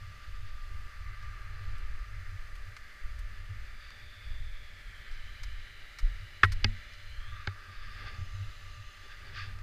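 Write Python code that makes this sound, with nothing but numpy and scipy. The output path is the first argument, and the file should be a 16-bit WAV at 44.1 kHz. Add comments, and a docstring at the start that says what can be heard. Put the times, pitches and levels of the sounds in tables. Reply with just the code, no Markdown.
"""Wind on a summit drives the membrane of a microphone sealed in a case on a skier's helmet: noise bursts
rumble, ring the modes of mount and helmet, and rush round the shell. Three hard knocks excite decaying modes;
clothing or straps give short rasps of band noise; lurches of the head pump the membrane at low frequency.
Behind them far snow guns hiss and whine: noise through the resonances of the case, sliding noise bands and
wavering sines, coloured by where the head points, over a quiet floor of air and microphone hiss."""
import sys
import numpy as np
from scipy import signal
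from scipy.fft import rfft, irfft
from scipy.io import wavfile
from scipy.ndimage import uniform_filter1d

SR = 44100
rng = np.random.default_rng(int(sys.argv[2]) if len(sys.argv) > 2 else 0)


def transcribe(u):
    """Save the signal u as a 16-bit wav file named by the first command-line argument.

    u: samples, shape (n,) or (channels, n), limited to [-1, 1]; the rate is SR.
    q: integer samples, one column per channel.
    """
    v = np.clip(np.atleast_2d(u).T, -1, 1)
    q = np.round(v * 32767).astype(np.int16)
    wavfile.write(sys.argv[1], SR, q)


N = 424286

# quiet air and microphone hiss: f/Hz, level/(dB per Hz)
FLOOR_SPECTRUM = [(60, -100), (130, -89), (250, -101), (500, -99.5), (900, -102), (1500, -100),
                  (3000, -103), (5500, -107), (8000, -111), (12000, -114), (15500, -117)]
# attitude of the head: t/s, looking down/(0-1), turned aside/(0-1), relative level of the far hiss/dB
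HEAD_POSE = [(0, 0.2, 0.5, -1), (.5, 0.08, 0.54, -4), (1.1, 0.05, 0.03, 0), (1.9, 0.12, 0.07, -0.5),
             (2.3, 0.33, 0.12, -.5), (3.4, .39, 0.2, -1.5), (3.9, .64, 0, -1.5), (4.3, 1, 0, -5),
             (5.1, 0.73, 0, -0.5), (7.1, 1, 0.23, 1), (7.22, 0.2, 0, 0), (7.4, 0, 0.13, 1.5),
             (7.75, .05, .1, -3), (8.07, 0, 0, -1), (8.2, 0.03, 1, 2), (9.1, 0.32, .84, 0.5),
             (9.25, 0.4, 0, -2), (9.62, 0, .2, -3)]
# whine of the fans: f/Hz, level ahead/dB, level looking down/dB, level aside/dB
FAN_TONES = [(592, -76.5, -74.5, -71), (1187, -60.5, -76.5, -54.5), (1757, -66, -61, -67)]
# two bands of far hiss that slide as the head nods: t/s, lower f/Hz, level/dB, upper f/Hz, level/dB
SLIDING_BANDS = [(3.5, 3790, -108, 4800, -110), (3.85, 3560, -85, 4700, -86.5),
                 (4.6, 3464, -83, 4580, -104), (4.85, 3300, -88, 4100, -102), (5.1, 3080, -84.5, 4010, -90),
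                 (5.4, 3050, -83, 3960, -87), (6, 2920, -86, 3895, -87), (6.9, 2920, -86, 4030, -89.5),
                 (7.15, 3020, -83.5, 4100, -87.5), (7.3, 3400, -82, 4100, -93),
                 (7.42, 3650, -85, 4200, -102), (7.6, 3570, -99, 4900, -102), (7.95, 3600, -89, 4930, -90),
                 (8.15, 3500, -100, 4940, -104), (8.2, 2874, -104, 3930, -106),
                 (8.35, 2850, -91, 3920, -88), (9, 2840, -86, 4000, -92), (9.3, 2820, -105, 3950, -108)]
# faint high band of far hiss, heard briefly near 5 s, gliding slightly down: t/s, f/Hz, level/dB
HIGH_SLIDING_BAND = [(4.5, 7650, -122), (4.75, 7650, -104), (5.1, 7500, -105), (5.35, 7400, -122)]
SLIDE_WIDTH_HZ = 280
# resonances of the case: f/Hz, width/Hz, relative levels/dB of far hiss ahead, down, aside, and of wind
CASE_RESONANCES = [(1203, 97, -77.5, -95.5, -83, -74), (1363, 175, -85.5, -88.5, -89, -81),
                   (1617, 174, -82.5, -86.5, -92, -72.5), (1788, 215, -85.5, -87.5, -95.5, -77),
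                   (1996, 267, -84, -83, -88.5, -79.5), (2287, 227, -90, -82.5, -106, -88),
                   (2500, 400, -93, -101.5, -94, -80.5), (2855, 490, -95, -99, -93, -83.5),
                   (3500, 330, -101, -95, -97, -81), (4090, 260, -97, -97, -98, -99),
                   (4650, 550, -99, -99.5, -100.5, -83.5), (5135, 110, -100, -99, -96, -89.5),
                   (5930, 220, -105, -105, -101, -104), (6390, 230, -106, -106, -100, -105),
                   (7080, 320, -112, -110, -103, -112)]
# lurches of the head that pump the membrane: t/s, level/dB, swing f/Hz
HEAD_LURCHES = [(5.106, -15, 17.5), (6.028, -0.5, 27.5), (6.56, -9.5, 32.4)]
# rasps of clothing or straps: t/s, level of bright part/dB, dull part/dB, top part/dB, length/s
STRAP_RASPS = [(1.225, -63, -52, -75, 0.027), (1.78, -68, -62, -62, .018), (2.553, -66, -51, -64, .02),
               (2.7656, -54, -40, -61, 0.012), (3.185, -65, -64, -68, .012), (3.1906, -60, -60, -60, .015),
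               (3.905, -53, -44, -74, 0.0048), (5.112, -61, -60, -67, 0.05),
               (5.4337, -45.5, -44.5, -54, 0.014), (5.9867, -47, -42, -53, 0.02),
               (6.442, -50, -44, -49, 0.021), (6.5198, -41.5, -42.5, -49, 0.02),
               (6.935, -56, -58, -73, 0.02), (9.588, -61, -50, -77, .012)]
# spectrum of the top part of a rasp: f/Hz, relative level/dB
RASP_TOP_SPECTRUM = [(4120, -18), (7000, -21), (8950, -15), (11400, -28), (13400, -19), (15300, -38)]
# modes of mount and helmet: f/Hz, t60/s, relative level struck/dB (from third row), in wind/dB (from second)
MOUNT_MODES = [(96.1, 0.19, 0, -30), (219.2, 0.24, 0, -6), (392, 0.052, 7, -10.5), (576, 0.036, 1.5, -15.5),
               (820, 0.036, 10, -14.5)]
# modes of the struck shell: f/Hz, t60/s, relative level/dB
SHELL_MODES = [(1040, 0.055, -20.5), (1337, 0.024, -8.5), (1520, 0.013, -3.5), (1590, 0.012, 0),
               (1830, 0.0097, -7.5), (1912, 0.13, -21), (2170, 0.026, -9.5), (2564, 0.035, -17.5),
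               (2870, 0.017, -17), (3560, 0.007, -11), (4600, 0.011, -24.5), (5030, 0.0082, -23.5),
               (6540, 0.0073, -66), (9500, .004, -69)]
# contacts of the knocks: t/s, shell level/dB, hardness/(dB per octave), contact time at 1600 Hz/s,
# level of mount sway/dB, of thunk/dB, of higher mount modes/dB
KNOCK_CONTACTS = [(6.432, -4.5, -5.5, 0.0064, -20, -46, -36.5), (6.4429, -25, 9.5, 0.0023, -26, -67, -59),
                  (6.4457, -18.5, -5, 0.0048, -56, -60, -50), (6.6429, -22, 17, 0.00454, -20, -36, -40),
                  (7.4719, -25.5, 6.5, 0.0044, -26.5, -62, -45)]
MOUNT_LAG_S = 0.00506   # the heavy mount answers after the shell
# air rushing round the case: t/s, level of low shaking/dB, of higher shaking/dB, relative level in the case/dB
AIR_RUSH = [(0, -72, -71, -21), (.6, -77, -70.5, -14.5), (.95, -75, -69, -21.5), (1.2, -77, -66, -17),
            (1.55, -71, -61.5, -22), (1.7, -65, -60.5, -20), (2.1, -80, -70, -28), (3.2, -72, -70, -19),
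            (3.64, -70, -64.5, -19), (4.1, -76, -74.5, -14), (5.1, -73.5, -70.5, -19),
            (6.3, -83.5, -67, -21), (6.62, -64, -63.5, -15), (7.2, -86, -76, -23.5),
            (7.88, -65, -63.5, -10), (8.08, -64.5, -56, -8), (8.25, -64.5, -63, -20),
            (8.75, -76, -74.5, -19.5), (9.18, -70.5, -65, -12.5), (9.3, -67, -56, -9.5),
            (9.36, -66, -59, 1.5), (9.43, -66.5, -56.5, 0), (9.5, -65, -61, -10.5), (9.55, -65, -66, -16),
            (9.62, -74, -67, -32)]
# spectrum of wind pressure on the membrane: f/Hz, relative level/dB
RUMBLE_SPECTRUM = [(3.5, -42), (6.0, 9.5), (22, 3.5), (35, 2), (59, -6.5), (100, -13.5), (115, -32),
                   (131, -34), (200, -60), (260, -39), (440, -120)]
# gusts on the microphone: start t/s, length/s, relative rumble level/dB
WIND_GUSTS = [(.25, 0.6, -37), (.98, 0.85, -41), (1.64, .36, -34), (2.05, 0.6, -39), (3.0, 0.4, -37),
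              (3.53, 0.18, -40.5), (4.25, 0.32, -35.5), (4.82, 0.087, -46), (5.07, 0.33, -45),
              (5.4, .17, -36), (6.0, 0.16, -36.5), (6.45, 0.22, -29.5), (7.03, 0.37, -42),
              (7.75, 0.32, -43), (8.22, 0.28, -42), (9.05, 0.42, -61), (9.4, 0.29, -44)]
GUST_RISE_S, GUST_FALL_S, CALM_DB = 0.028, 0.061, -48.5
# shudders of the mount: start t/s, length/s, relative sway level/dB
MOUNT_SHUDDERS = [(0, .12, -43), (.95, 0.53, -50), (1.47, 0.26, -45.5), (1.83, 0.038, -56),
                  (2.15, 0.21, -48), (2.66, 0.034, -45.5), (3.47, 0.079, -41), (4.01, 0.044, -50.5),
                  (4.16, 0.027, -49), (4.55, 0.046, -63), (4.69, 0.029, -56), (4.85, .05, -54),
                  (6.19, 0.035, -41), (7.25, 0.11, -46), (7.65, 0.053, -52), (7.84, 0.24, -50),
                  (8.04, 0.08, -44), (8.17, 0.048, -36.5), (8.33, 0.12, -40.5), (9.22, 0.45, -47)]
SHUDDER_RISE_S, SHUDDER_FALL_S, STILL_DB, RESTLESS_DB = 0.015, 0.032, -59, 5.5
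EVEN_S, EVEN_SHARE = 0.15, 0.46   # a gust pushes steadily: slower chance lumps are partly levelled
CUTOFF_HZ = 15360


def amp(db):
    """A level in dB is twenty times the logarithm of the amplitude ratio."""
    return 10 ** (np.asarray(db) / 20)


def in_time(rows):
    """Linear interpolation gives the columns of a time table at every sample."""
    s, *columns = np.transpose(rows)
    return [np.interp(np.arange(N) / SR, s, column) for column in columns]


def white():
    """White noise spreads its power evenly over frequency, here 0 dB per Hz."""
    return rng.standard_normal(N) * np.sqrt(SR / 2)


def rms_one(x):
    """Division by the root mean square normalises the mean power to 1."""
    return x / np.sqrt(np.mean(x ** 2))


def coloured(spectrum):
    """Weighting the Fourier components of white noise imposes a spectrum in dB per Hz."""
    hz, db = np.transpose(spectrum)
    grid_hz = np.maximum(np.arange(N // 2 + 1) * SR / N, 1)
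    gain = amp(np.interp(np.log(grid_hz), np.log(hz), db))
    return irfft(rfft(white()) * gain, N)


def drift(rate_hz):
    """Linear interpolation between Gaussian knots is a slow random fluctuation of spread 1."""
    knots = rng.standard_normal(600)
    position = np.arange(N) / SR * rate_hz
    return np.interp(position, np.arange(600), knots) * np.sqrt(3 / 2)   # restores the interpolation loss


def filtered(x, order, hz, kind="low"):
    """A Butterworth filter passes its band with maximally flat gain."""
    return signal.sosfilt(signal.butter(order, hz, kind, fs=SR, output="sos"), x)


def band(x, hz, width_hz):
    """A band-pass of steep flanks selects the components about a centre frequency."""
    return filtered(x, 2, [hz - width_hz / 2, hz + width_hz / 2], "band")


def ring(x, hz, t60):
    """A damped resonator answers a unit impulse with a decaying sine of initial height 1."""
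    r, w = amp(-60 / (t60 * SR)), 2 * np.pi * hz / SR
    return signal.lfilter([0, np.sin(w)], [1, -2 * r * np.cos(w), r * r], x + 1e-18)


def swells(rows, rise_s, fall_s, rest_db):
    """Independent bursts add in power: each rises linearly, holds and decays exponentially over a rest level."""
    t = np.arange(0, N, 16) / SR
    power = amp(rest_db) ** 2
    for s, length, db in rows:
        rise = np.clip((t - s) / rise_s + (s == 0), 0, 1)   # a burst at t = 0 is already up
        fall = np.exp(-np.maximum(t - s - length, 0) / fall_s)
        power = power + (amp(db) * rise * fall) ** 2
    return np.interp(np.arange(N) / SR, t, np.sqrt(power))


def by_pose(head, ahead_db, down_db, aside_db):
    """Directivity: the received level depends on the way the head points."""
    down, aside = np.clip(head[:2], 0, 1)
    return ahead_db + down * (down_db - ahead_db) + aside * (aside_db - ahead_db)


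def floor_hiss():
    """Quiet air and microphone noise have a continuous spectrum whose level wavers slightly."""
    return amp(0.43 * drift(7.8)) * coloured(FLOOR_SPECTRUM)


def whine(head):
    """Tones of fan blades share a wavering pitch and fade independently on their way through moving air."""
    clock = np.cumsum(1 + .0012 * drift(3)) / SR
    out = 0
    for hz, *pose_db in FAN_TONES:
        fading_db = 1.0 * drift(5.2) + 1.85 * drift(1.435)
        out = out + amp(by_pose(head, *pose_db) + fading_db) * np.sin(2 * np.pi * hz * clock)
    return out


def sliding_bands():
    """Modulation principle: low-passed complex noise on a gliding carrier is a noise band that moves."""
    lower_hz, lower_db, upper_hz, upper_db = in_time(SLIDING_BANDS)
    out = 0
    for hz, db in (lower_hz, lower_db), (upper_hz, upper_db), in_time(HIGH_SLIDING_BAND):
        carrier = np.exp(2j * np.pi * np.cumsum(hz) / SR)
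        envelope = filtered(white() + 1j * white(), 2, SLIDE_WIDTH_HZ / 2)
        out = out + amp(db) * np.real(carrier * envelope)
    return out


def case_hiss(head, air_db):
    """Incoherent sources add in power: far hiss and wind noise excite each resonance of the case together."""
    out, flutter, gusty = 0, drift(11.0), drift(25.0)
    for hz, width_hz, ahead_db, down_db, aside_db, wind_db in CASE_RESONANCES:
        patchy_db = .8 * drift(5)
        far_db = by_pose(head, ahead_db, down_db, aside_db) + head[2] + 0.37 * flutter + patchy_db
        near_db = wind_db + air_db + 2.7 * gusty
        out = out + np.hypot(amp(far_db), amp(near_db)) * band(white(), hz, width_hz)
    between = band(band(white(), 3400, 3500), 3200, 4000)   # broad rush between the peaks
    return out + amp(-88.5 + air_db + 1.7 * gusty) * between


def lurches():
    """A damped oscillation: the membrane is pulled one way, swings back and settles."""
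    out = np.zeros(N)
    for s, db, hz in HEAD_LURCHES:
        at, turns = round(s * SR), np.arange(SR // 2) / SR * hz
        swing = np.sin(2 * np.pi * turns) * turns * np.exp(-2.2 * turns)
        out[at:at + SR // 2] -= amp(db) * swing
    return out


def rasps():
    """Friction makes noise bursts that start at once, sag and break off; the dull part sounds through the case."""
    levels = np.zeros((3, N + 4000))
    for s, *part_db, length in STRAP_RASPS:
        at, age = round(s * SR), np.arange(4000) / SR / length
        envelope = np.exp(-1.5 * age) * np.clip(4.5 - 4 * age, 0, 1)
        levels[:, at:at + 4000] += amp(part_db)[:, None] * envelope
    bright_level, dull_level, top_level = levels[:, :N]
    rasping = bright_level * rms_one(band(white(), 4770, 2040))
    rasping += dull_level * rms_one(band(white(), 1600, 1300))
    rasping += top_level * rms_one(coloured(RASP_TOP_SPECTRUM))
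    return filtered(rasping + 1e-18, 4, 1100, "high")


def knocks():
    """Impact excitation: a contact chatters on the shell and shoves the mount; hardness tilts the mode levels."""
    shell, sway, thunk, shake = np.zeros((4, N))
    t = np.arange(8000) / SR
    for s, db, hardness, contact, sway_db, thunk_db, shake_db in KNOCK_CONTACTS:
        at = round(s * SR)
        for hz, t60, mode_db in SHELL_MODES:
            # higher modes feel only the first part of the touch
            press = np.sin(np.pi * np.minimum(t / contact * (hz / 1600) ** 0.32, 1))
            rung = ring(press * rng.standard_normal(8000), hz, t60)
            level_db = db + mode_db + hardness * np.log2(hz / 1600)
            shell[at:at + 8000] += amp(level_db) * rung / np.abs(rung).max()
        mount_at = at + round(MOUNT_LAG_S * SR)
        sway[mount_at] = amp(sway_db)
        thunk[mount_at] = amp(thunk_db)
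        shake[at + round(contact * SR / 2)] = amp(shake_db)
    mount = ring(sway, *MOUNT_MODES[0][:2]) + ring(thunk, *MOUNT_MODES[1][:2])
    for hz, t60, struck_db, _ in MOUNT_MODES[2:]:
        mount += amp(struck_db) * ring(shake, hz, t60)
    through_case = filtered(filtered(shell + 1e-18, 8, 1130, "high"), 3, 6200)   # the case favours the middle
    return through_case + filtered(mount, 2, 1000)   # padding rounds off the shove


def rumble():
    """Turbulent pressure on the membrane is low-frequency noise whose level follows the gusts."""
    push = rms_one(coloured(RUMBLE_SPECTRUM))
    local_power = uniform_filter1d(push ** 2, round(EVEN_S * SR))
    push = rms_one(push / (local_power + .02) ** (EVEN_SHARE / 2))
    gusts = swells(WIND_GUSTS, GUST_RISE_S, GUST_FALL_S, CALM_DB)
    return gusts * amp(2.0 * drift(16.0)) * push


def shaking(low_db, high_db):
    """Random forcing of resonators: shudders sway the mount, rushing air shakes the higher modes and shell."""
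    sway, second, *higher = [rms_one(ring(white(), hz, t60)) for hz, t60, *_ in MOUNT_MODES]
    shudders = swells(MOUNT_SHUDDERS, SHUDDER_RISE_S, SHUDDER_FALL_S, -94)
    rocking = np.hypot(shudders, amp(STILL_DB + RESTLESS_DB * drift(12.0)))
    sway = filtered(rocking * sway, 4, 125)   # too heavy for sudden starts
    low = amp(MOUNT_MODES[1][3]) * second + amp(-9.0) * rms_one(band(white(), 210, 200))
    high = amp(-7.5) * rms_one(band(white(), 506, 1000))
    for (*_, wind_db), mode in zip(MOUNT_MODES[2:], higher):
        high = high + amp(wind_db) * mode
    return sway + amp(2.44 * drift(17.0)) * (amp(low_db) * low + amp(high_db) * high)


def wind(low_db, high_db):
    """Superposition of direct pressure on the membrane and of vibration carried by mount and shell."""
    return rumble() + shaking(low_db, high_db)


def scene():
    """Linear superposition of far hiss, touches on the helmet and wind."""
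    head = in_time(HEAD_POSE)
    low_db, high_db, air_db = in_time(AIR_RUSH)
    far = floor_hiss() + whine(head) + sliding_bands() + case_hiss(head, air_db)
    touches = lurches() + rasps() + knocks()
    return (far + touches + wind(low_db, high_db))[None]


def record(dry):
    """A steep elliptic low-pass removes the components above the cutoff."""
    return signal.sosfilt(signal.ellip(12, .5, 60, CUTOFF_HZ, fs=SR, output="sos"), dry)


dry = scene()
out = record(dry)
transcribe(out)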